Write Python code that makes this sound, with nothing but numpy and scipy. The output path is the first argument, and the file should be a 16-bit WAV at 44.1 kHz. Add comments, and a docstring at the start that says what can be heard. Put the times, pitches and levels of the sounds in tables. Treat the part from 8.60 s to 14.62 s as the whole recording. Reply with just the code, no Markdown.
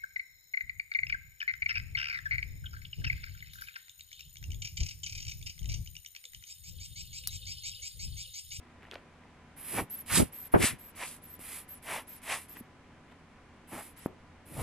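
"""Fingers tap and rub rubber over a quiet, humming room, then an air blower is squeezed again and again at a camera.
Each squeeze is shaped noise hissing through a resonant nozzle; sweeps of the jet rush and splash on the body.
The nearest jets buffet the microphone ports with dull, lumpy bursts of noise.
Between squeezes the bulb refills with hiss and a thin whistle that can jump between two notes."""
import sys
import numpy as np
from scipy import signal
from scipy.fft import rfft, irfft
from scipy.io import wavfile

SR = 44100
rng = np.random.default_rng(int(sys.argv[2]) if len(sys.argv) > 2 else 0)


def int16_out(signal):
    """Quantize to a 16-bit WAV file."""
    q = np.round(np.clip(np.atleast_2d(signal).T, -1, 1) * 32767)
    wavfile.write(sys.argv[1], SR, q.astype(np.int16))


N = 265482

# Colour of still room air. Each row: frequency in Hz, relative density in dB per Hz.
AIR_COLOUR = [(20, -8), (50, -4.5), (89, -3.5), (128, -6), (242, -5), (320, -9.5), (500, -12.5),
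              (1000, -14), (2200, -17.5), (4200, -29.5), (8000, -35.5), (10500, -40), (12500, -50),
              (14000, -73)]
# How alike the room air is at both ports. Each row: frequency in Hz, left-right likeness.
AIR_LIKENESS = [(50, 1), (400, 0.88), (2000, 0.75), (5000, 0), (10000, 0)]
# Partials of a kitchen appliance. Each row: frequency in Hz, relative level in dB.
HUM_PARTIALS = [(86.1, -65), (156.1, -69.5), (242.2, -67), (279.9, -72), (748.3, -76), (1001, -71)]
# Decay of the room. Each row: frequency in Hz, time to fall by 60 dB in seconds.
ROOM_DECAY = [(100, .35), (500, .3), (2000, 0.22), (8000, 0.11), (14000, .18)]
# Tone of the room tail. Each row: frequency in Hz, relative level in dB.
ROOM_TONE = [(100, -5.5), (350, -0.5), (700, 3), (1200, 0.5), (3000, 5), (12000, 4)]

# Finger taps and the rubber snapping back.
# Each row: start in seconds, peak in dB, pitch in Hz, decay in seconds, contact time in seconds.
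FINGER_TAPS = [(0.2238, -46, 2130, 0.00058, 0.00024), (.236, -44, 1510, 0.00065, 0.00027),
               (.253, -43.5, 1870, 0.0014, 0.00035), (0.286, -42.5, 690, 0.00099, 0.00027),
               (0.3133, -29.5, 3250, 0.00052, 0.000087), (.329, -53, 3520, .0005, .00015),
               (.3425, -35, 4200, 0.00035, 0.000044), (.3555, -28, 2200, 0.00018, 0.00024),
               (.358, -34, 570, 0.0023, 0.00022), (.6365, -49, 1890, .001, 0.00025),
               (.6545, -45.5, 785, 0.00089, 0.00084), (2.352, -45.5, 220, 0.0039, 0.001),
               (2.793, -41, 262, 0.0025, 0.00082), (3.968, -51, 1800, 0.0017, 0.00031),
               (4.008, -37.5, 231, 0.0058, 0.0024), (5.4601, -16, 230, 0.0017, 0.00067)]
# Skin and sleeve rubbing. Each row: crest in seconds, rise in seconds, fall in seconds, relative level in dB.
RUBBING = [(.24, 0.019, 0.064, -61.5), (.318, 0.0082, 0.06, -50.5), (3.97, .012, .012, -50),
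           (4.515, .03, .03, -60)]
# Colour of the rubbing. Each row: frequency in Hz, relative density in dB per Hz.
RUB_COLOUR = [(100, -50), (300, 12), (700, 1), (1200, 4), (1900, 6), (3300, -2), (5500, -21), (9000, -21),
              (12000, -21), (14000, -38)]

# The valve snapping shut as a squeeze begins. Each row: start in seconds, peak in dB.
VALVE_SNAPS = [(1.463, -37), (1.918, -47), (2.352, -45), (2.793, -41), (3.228, -41), (3.619, -44)]
# Standing waves in the nozzle. Each row: frequency in Hz, width in Hz, gain in dB.
NOZZLE_MODES = [(5140, 350, 5), (7830, 280, 6.5), (10540, 600, 1.5)]
# Colour of the air intake. Each row: frequency in Hz, relative density in dB per Hz.
INTAKE_COLOUR = [(500, -13.5), (2100, 4.5), (3500, -2), (4400, -6), (6300, -7), (7500, -3.5), (8700, -3),
                 (10000, -1), (11000, 6.5), (11700, -5.5), (12800, -7.5), (14000, -24.5)]

# Air striking the microphone. 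Each row: crest in seconds, level in dB, rise in seconds, fall in seconds,
# corner in Hz, left-right likeness of the small eddies from -1 to 1.
PORT_GUSTS = [(1.166, -38, 0.036, 0.016, 613, 0.61), (1.192, -30.5, 0.013, 0.014, 830, 1),
              (1.224, -37, 0.017, 0.013, 170, 0.71), (1.532, -34, 0.019, 0.045, 168, -0.3),
              (1.583, -23, 0.012, 0.02, 200, 0.35), (1.603, -17, 0.006, 0.0099, 483, -0.31),
              (1.624, -19.5, 0.0073, 0.01, 324.5, -0.65), (1.654, -47.5, 0.011, 0.014, 160, -0.12),
              (1.942, -11, 0.0031, 0.018, 677, -0.73), (1.962, -23, 0.012, 0.0067, 533, 0.8),
              (2.014, -27, 0.023, 0.019, 330, -0.46), (2.037, -23.5, 0.0065, 0.0082, 250, .5),
              (2.134, -41, 0.025, 0.016, 185, -0.026), (5.128, -42.5, 0.008, 0.039, 300, 0.98),
              (5.921, -47, 0.022, 0.06, 273, 0.9), (6.006, -36.5, 0.044, 0.077, 93, 0.62)]
# Response of the ports to eddies. 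Each row: frequency in Hz, gain in dB.
PORT_RESPONSE = [(15, -22.5), (40, -7.5), (80, -0.5), (160, 3.5), (290, 3), (450, 1.5), (1700, 0),
                 (2600, -7), (4000, -18)]

# The jet sweeping across the camera. Each row: crest in seconds, rise in seconds, fall in seconds,
# rush level in dB, splash level in dB, pitch factor of the splash, shape (1 pointed, 2 round, 4 flat-topped).
JET_SWEEPS = [ (1.192, 0.029, 0.014, -39, -36.5, 1.11, 1.5), (1.548, .054, .05, -39.5, -43, 1.37, 4),
              (1.947, 0.0058, 0.019, -51, -34, 1.14, 1.16), (2.033, 0.027, 0.057, -32.5, -45, 2.06, 1.67),
              (2.434, .035, .02, -41, -44.5, 0.95, 1.3), (3.334, .066, 0.07, -42.5, -43, 0.84, 3.5),
              (3.727, .044, 0.035, -36, -40, 0.98, 1.33), (5.165, 0.05, 0.057, -54.5, -48, 0.84, 5.9),
              (6.01, 0.047, 0.049, -53.5, -44.5, 0.62, 2), ]
# Colour of the jet beyond the nozzle. 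Each row: frequency in Hz, relative density in dB per Hz.
JET_COLOUR = [(100, -30), (500, -15.5), (1100, -7), (1500, -8.5), (1850, -1), (2300, 1), (2700, -3),
              (3300, -7.5), (4300, -18.5), (6000, -17.5), (10000, -45.5)]
# Colour of the splash at pitch factor 1. Each row: frequency in Hz, relative density in dB per Hz.
SPLASH_COLOUR = [(40, -16), (200, -11.5), (450, -7), (750, 0.5), (1100, 2), (1500, -5), (2200, -8),
                 (4000, -38.5)]

# The bulb drawing air back in. Each row: start in seconds, length in seconds, whistle level in dB,
# relative hiss level in dB, suction at first, suction at last, moment when the fingers shift in seconds,
# length of the shift in seconds, change of suction. Around suction 1 the whistle jumps to its upper note.
BULB_REFILLS = [ (1.294, .135, -43.5, -66, 2.1, 1.1, 1.368, .019, -.85),
                (1.718, .168, -49.5, -66, 1.85, 1.5, 1.805, .045, -.45),
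                (2.18, .142, -56.5, -70, 1.8, 1, 2.25, .022, -.25),
                (2.614, .16, -54.5, -71, 1.25, 1.25, 2.68, .017, -.55),
                (3.077, .118, -49.5, -69, 2.1, .3, 3.158, .014, -.2),
                (3.467, .131, -52.5, -66, 1.6, .5, 3.53, .03, .7),
                (3.878, .136, -52.5, -68, 1.65, 1.6, 3.956, .018, .95),
                (5.36, .114, -56, -66, 1.2, 3, 5.42, .025, .9), ]

# Squeezes, each a steady push with one surge. Each row: start in seconds, length in seconds, push level in dB,
# crest of the surge in seconds, its rise in seconds, its fall in seconds, surge level in dB,
# hardness at the crest from 0 to 1, then for the treble: left lead in radians,
# left over right in dB, left-right likeness from 0 to 1.
BULB_SQUEEZES = [ (0.962, 0.3, -55, 1.185, 0.11, 0.045, -41, 0.34, -1.8, -4, 0.8),
                 (1.456, 0.25, -55, 1.573, 0.05, 0.04, -27.5, 0.96, -1.9, -6.5, 0.5),
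                 (1.918, 0.064, -48.5, 1.926, .008, 0.022, -48, .1, 0, -2, .7),
                 (1.947, 0.24, -63, 2.054, 0.043, 0.044, -30.5, 1, 1.7, 1, 0.9),
                 (2.35, 0.25, -58.5, 2.44, 0.063, 0.11, -51, 0.85, 2.1, -2, 0.3),
                 (2.788, 0.27, -58.5, 2.95, 0.13, 0.081, -47.5, 0.48, -0.98, -3, 0.5),
                 (3.22, 0.23, -56.5, 3.338, 0.063, 0.065, -45.5, 0.67, 0, -1, 0.7),
                 (3.619, 0.26, -53.5, 3.728, 0.044, 0.047, -43, 1, 0.81, -1.5, 0.44),
                 (5.071, 0.27, -60, 5.155, .04, 0.13, -54, 0.56, -1.1, -2.5, 0.46),
                 (5.851, 0.28, -59.5, 6.02, 0.076, .05, -48.5, 0.6, -0.42, -1, 0.74), ]
# Nozzle hiss at a gentle squeeze. Each row: frequency in Hz, relative density in dB per Hz.
GENTLE_COLOUR = [(1500, -17.5), (4000, -29.5), (6200, -39), (7300, -23), (8500, -19.5), (9600, -5),
                 (10600, 2), (11500, -8), (12600, 2), (13400, -8.5), (14000, -35.5), (16000, -49.5)]
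# Nozzle hiss at a hard squeeze. Each row: frequency in Hz, relative density in dB per Hz.
HARD_COLOUR = [(1500, -12), (3500, -4), (4600, -5.5), (5800, -8), (7000, -2), (7900, -2), (8700, 3),
               (10300, 2.5), (11600, -2.5), (12500, -8.5), (13300, -20.5), (14000, -26.5), (16000, -47.5)]


def amp(db):
    """Decibels to gain."""
    return 10 ** (np.asarray(db) / 20)


def unit(x):
    """Scales to rms 1."""
    return x / np.sqrt(np.mean(x ** 2) + 1e-20)


def read(points, hz):
    """Reads a table on a log-frequency axis."""
    f, value = np.transpose(points)
    return np.interp(np.log(hz + 1), np.log(f + 1), value)


def add(mix, s, sound):
    """Mixes a sound in at a time in seconds."""
    part = mix[..., round(s * SR):][..., :sound.shape[-1]]
    part += sound[..., :part.shape[-1]]


def bins(size):
    """Frequencies of a spectrum in Hz."""
    return np.fft.rfftfreq(size, 1 / SR)


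def waver(size, hz):
    """Random drift of rms 1, with little movement faster than the given rate."""
    white = rfft(rng.standard_normal(size))
    return unit(irfft(white / (1 + (bins(size) / hz) ** 4), size))


def pair(size, same):
    """Spectra of white noise at two ports with a given likeness."""
    a, b = rfft(rng.standard_normal((2, size)))
    same = np.clip(same, -1, 1)
    return np.array([a, same * a + np.sqrt(1 - same ** 2) * b])


def coloured(z, points, size, band):
    """Colours two port spectra into sound; the mean of the ports gets rms 1 within a band."""
    hz = bins(size)
    z = z * amp(read(points, hz))
    in_band = (hz > band[0]) * (hz < band[1])
    return irfft(z, size) / irfft(z.mean(0) * in_band, size).std()


def swell(t, rise, fall, shape=1.9):
    """A bell of height 1 at t = 0 with its own rise and fall; a higher shape flattens its top."""
    return np.exp(-abs(t / np.where(t < 0, rise, fall)) ** shape)


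def around(rise, fall):
    """Times that span a swell."""
    return np.arange(-np.pi * rise, np.pi * fall, 1 / SR)


def held(t, length, attack, release):
    """Attack, hold and release with rounded shoulders."""
    ramps = np.minimum(t / attack, (length - t) / release)
    return np.sin(np.pi / 2 * np.clip(ramps, 0, 1))


def background(air_db=-57.48, hum_trim_db=-2.0):
    """Still room air as coloured noise, and a faint hum whose partials wander in phase."""
    z = pair(N, read(AIR_LIKENESS, bins(N)))
    air = unit(irfft(z * amp(read(AIR_COLOUR, bins(N))), N))
    t = np.arange(N) / SR
    hum = 0
    for hz, db in HUM_PARTIALS:
        phase = 2 * np.pi * hz * t + 0.6 * waver(N, 1.9)
        hum = hum + amp(db + hum_trim_db) * np.sqrt(2) * np.sin(phase)
    return amp(air_db) * air + hum


def room(x, mingle=0.36):
    """A short diffuse tail that decays at its own rate in each frequency region."""
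    hz, t, z = signal.stft(rng.standard_normal((2, SR // 2)), SR, nperseg=256)
    level_db = read(ROOM_TONE, hz)[:, None] - 60 * t / read(ROOM_DECAY, hz)[:, None]
    after_gap = t > .004  # seconds
    tail = signal.istft(z * amp(level_db) * after_gap, SR, nperseg=256)[1]
    tail = tail + mingle * tail[::-1]  # the ports are close together
    return signal.fftconvolve(x, tail / np.linalg.norm(tail[0]), axes=1)[:, :N]


def handling(rub_trim_db=-2, grain_db=5.5):
    """Taps briefly ring the damped rubber; rubbing is grainy noise."""
    out, t = np.zeros((2, N)), np.arange(SR // 16) / SR
    for s, db, hz, decay, contact in FINGER_TAPS:
        push = np.sin(np.pi * np.minimum(t / contact, 1)) ** 2
        ring = np.exp(-t / decay) * np.cos(2 * np.pi * hz * t)
        tap = signal.fftconvolve(push, ring)
        add(out, s, amp(db) * tap / abs(tap).max())
    for s, rise, fall, level in RUBBING:
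        t = around(rise, fall)
        size = len(t)
        rub = coloured(pair(size, 0.83), RUB_COLOUR, size, (1200, 6000))
        grain = unit(amp(grain_db * waver(size, 140)))
        add(out, s + t[0], swell(t, rise, fall) * amp(level + rub_trim_db) * rub * grain)
    return out


def tube(hz):
    """Gain of the nozzle's standing waves, each a resonant peak."""
    return amp(sum(db / (1 + (2 * (hz - f) / width) ** 2) for f, width, db in NOZZLE_MODES))


def valve(decay_s=0.00074):
    """Each closing flap sends a tiny crack of decaying noise through the nozzle."""
    out, size = np.zeros((2, N)), SR // 16
    hz = bins(size)
    fade = np.exp(-np.arange(size) / SR / decay_s)
    for s, db in VALVE_SNAPS:
        z = pair(size, 0.52) * tube(hz) * amp(read(INTAKE_COLOUR, hz))
        crack = irfft(z, size) * fade
        add(out, s, amp(db) * crack / abs(crack).max())
    return out


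def gusts(slope=2.1, shared_hz=125):
    """Eddies press on each port: dull, lumpy bursts, each rolling off above its own corner."""
    out, size = np.zeros((2, N)), SR // 2
    t, hz = np.arange(size) / SR - 1 / 4, bins(size)
    small = 1 - 1 / (1 + (hz / shared_hz) ** 4)  # large eddies cover both ports alike
    for s, db, rise, fall, corner, same in PORT_GUSTS:
        z = pair(size, 1 - (1 - same) * small)
        rolloff = np.sqrt(1 + (hz / corner) ** (2 * slope))
        eddies = irfft(z * amp(read(PORT_RESPONSE, hz)) / rolloff, size)
        burst = np.exp(-(np.minimum(t, 0) / rise) ** 2 - np.maximum(t, 0) / fall)
        burst_rms = np.sqrt(np.mean(burst ** 2))
        add(out, s + t[0], amp(db) * unit(eddies * burst) * burst_rms)
    return out


def rush(size, same=1.0):
    """The turbulent jet beyond the nozzle: coloured noise at rms 1 in its main band."""
    return coloured(pair(size, same), JET_COLOUR, size, (1700, 3200))


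def sweep(row, flutter_db=1.13):
    """As the jet swings toward the camera its rush swells and it splashes off the body."""
    s, rise, fall, rush_level, splash_level, pitch, shape = row
    t = around(rise, fall)
    size = len(t)
    colour = [(f * pitch, db) for f, db in SPLASH_COLOUR]
    splash = coloured(pair(size, 0.95), colour, size, (600, 1400))
    air = amp(rush_level) * rush(size) + amp(splash_level) * splash
    flutter = amp(flutter_db * waver(size, 119.26))
    return s + t[0], swell(t, rise, fall, shape) * air * flutter


def refill(row, jitter_hz=95, hiss_trim_db=-1, low_note_db=-4, flutter_db=2.5):
    """Air drawn through the valve whistles; the note rises with suction and jumps to the next mode."""
    start, length, whistle_level, hiss_level, first, last, shift_s, shift_length, shift = row
    t = np.arange(0, length, 1 / SR)
    size = len(t)
    finger_shift = shift * swell(start + t - shift_s, shift_length, shift_length)
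    pull = first + (last - first) * t / length + finger_shift
    suction = pull * held(t, length, .04, .03)

    upper = np.clip(.5 + (suction - 1) / .16, 0, 1)  # share of the upper note
    # too little or too much pull gives only hiss: full voice from .85, silent by 2.4
    speaks = np.clip(suction / .85, 0, 1) * np.clip((2.4 - suction) / .6, 0, 1)
    low_hz = 10250 + 950 * suction
    high_hz = 12050 + 1000 * (suction - 1)
    notes = [(low_hz, amp(low_note_db) * np.sqrt(1 - upper)), (high_hz, np.sqrt(upper))]
    tone = 0
    for hz, share in notes:
        cycles = np.cumsum(hz + jitter_hz * waver(size, 450)) / SR
        tone = tone + share * np.exp(2j * np.pi * cycles)
    tone *= np.sqrt(2) * speaks * amp(whistle_level + flutter_db * waver(size, 150))
    port_angle = 0.7  # radians; so short a wave meets the two ports out of step
    port_turn = np.exp(1j * port_angle * np.array([[-1], [1]]))
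    whistle = (tone * port_turn).real / np.cos(port_angle)

    z = pair(size, 0.39) * tube(bins(size))
    hiss = coloured(z, INTAKE_COLOUR, size, (7000, 10000))
    hiss = amp(hiss_level + hiss_trim_db) * suction ** 0.25 * hiss  # grows gently with suction
    return start, held(t, length, 0.0095, 0.0095) * (whistle + hiss)


def nozzle(row, jet_db=-9, flutter_db=1.0, shade_hz=4500, push_hardness=.5):
    """The nozzle hiss grows and hardens as the squeeze surges; the jet rushes below it."""
    start, length, push_db, crest, rise, fall, surge_db, hardness, lead, side_db, same = row
    t = np.arange(0, length, 1 / SR)
    size, hz = len(t), bins(len(t))
    surge = swell(start + t - crest, rise, fall)
    flow = held(t, length, .02, 0.09) * (amp(push_db) + amp(surge_db) * surge)

    treble = 1 - 1 / (1 + (hz / shade_hz) ** 4)  # only shorter waves are shaded by the camera body
    z = pair(size, 1 - (1 - same) * treble) * tube(hz)
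    z[0] *= amp(side_db * treble) * np.exp(1j * lead * treble)
    gentle = coloured(z, GENTLE_COLOUR, size, (7000, 14000))
    hard = coloured(z, HARD_COLOUR, size, (7000, 14000))
    # push_hardness is the share of the hardness that is there without the surge
    force = np.clip(hardness * (push_hardness + (1 - push_hardness) * surge), 0, 1)
    hiss = (1 - force) * gentle + force * hard
    puff = hiss + amp(jet_db) * rush(size)
    return start, flow * puff * amp(flutter_db * waver(size, 121))


def scene(air_room_db=-17, tap_room_db=-13):
    """Blower and hands excite the room; the gusts exist only at the microphone."""
    air = valve()
    for source, rows in ((nozzle, BULB_SQUEEZES), (sweep, JET_SWEEPS), (refill, BULB_REFILLS)):
        for row in rows:
            add(air, *source(row))
    hands = handling()
    tail = room(amp(air_room_db) * air + amp(tap_room_db) * hands)
    return air + hands + tail + gusts() + background()


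def record(dry, ceiling=.48, edge_hz=15500):
    """The microphone rounds off the strongest peaks; then a low-pass limits the band."""
    rounded = dry / (1 + (dry / ceiling) ** 4) ** (1 / 4)
    lowpass = signal.firwin(511, edge_hz, window=("kaiser", 9), fs=SR)
    return signal.oaconvolve(rounded, lowpass[None], "same")


dry = scene()
out = record(dry)
int16_out(out)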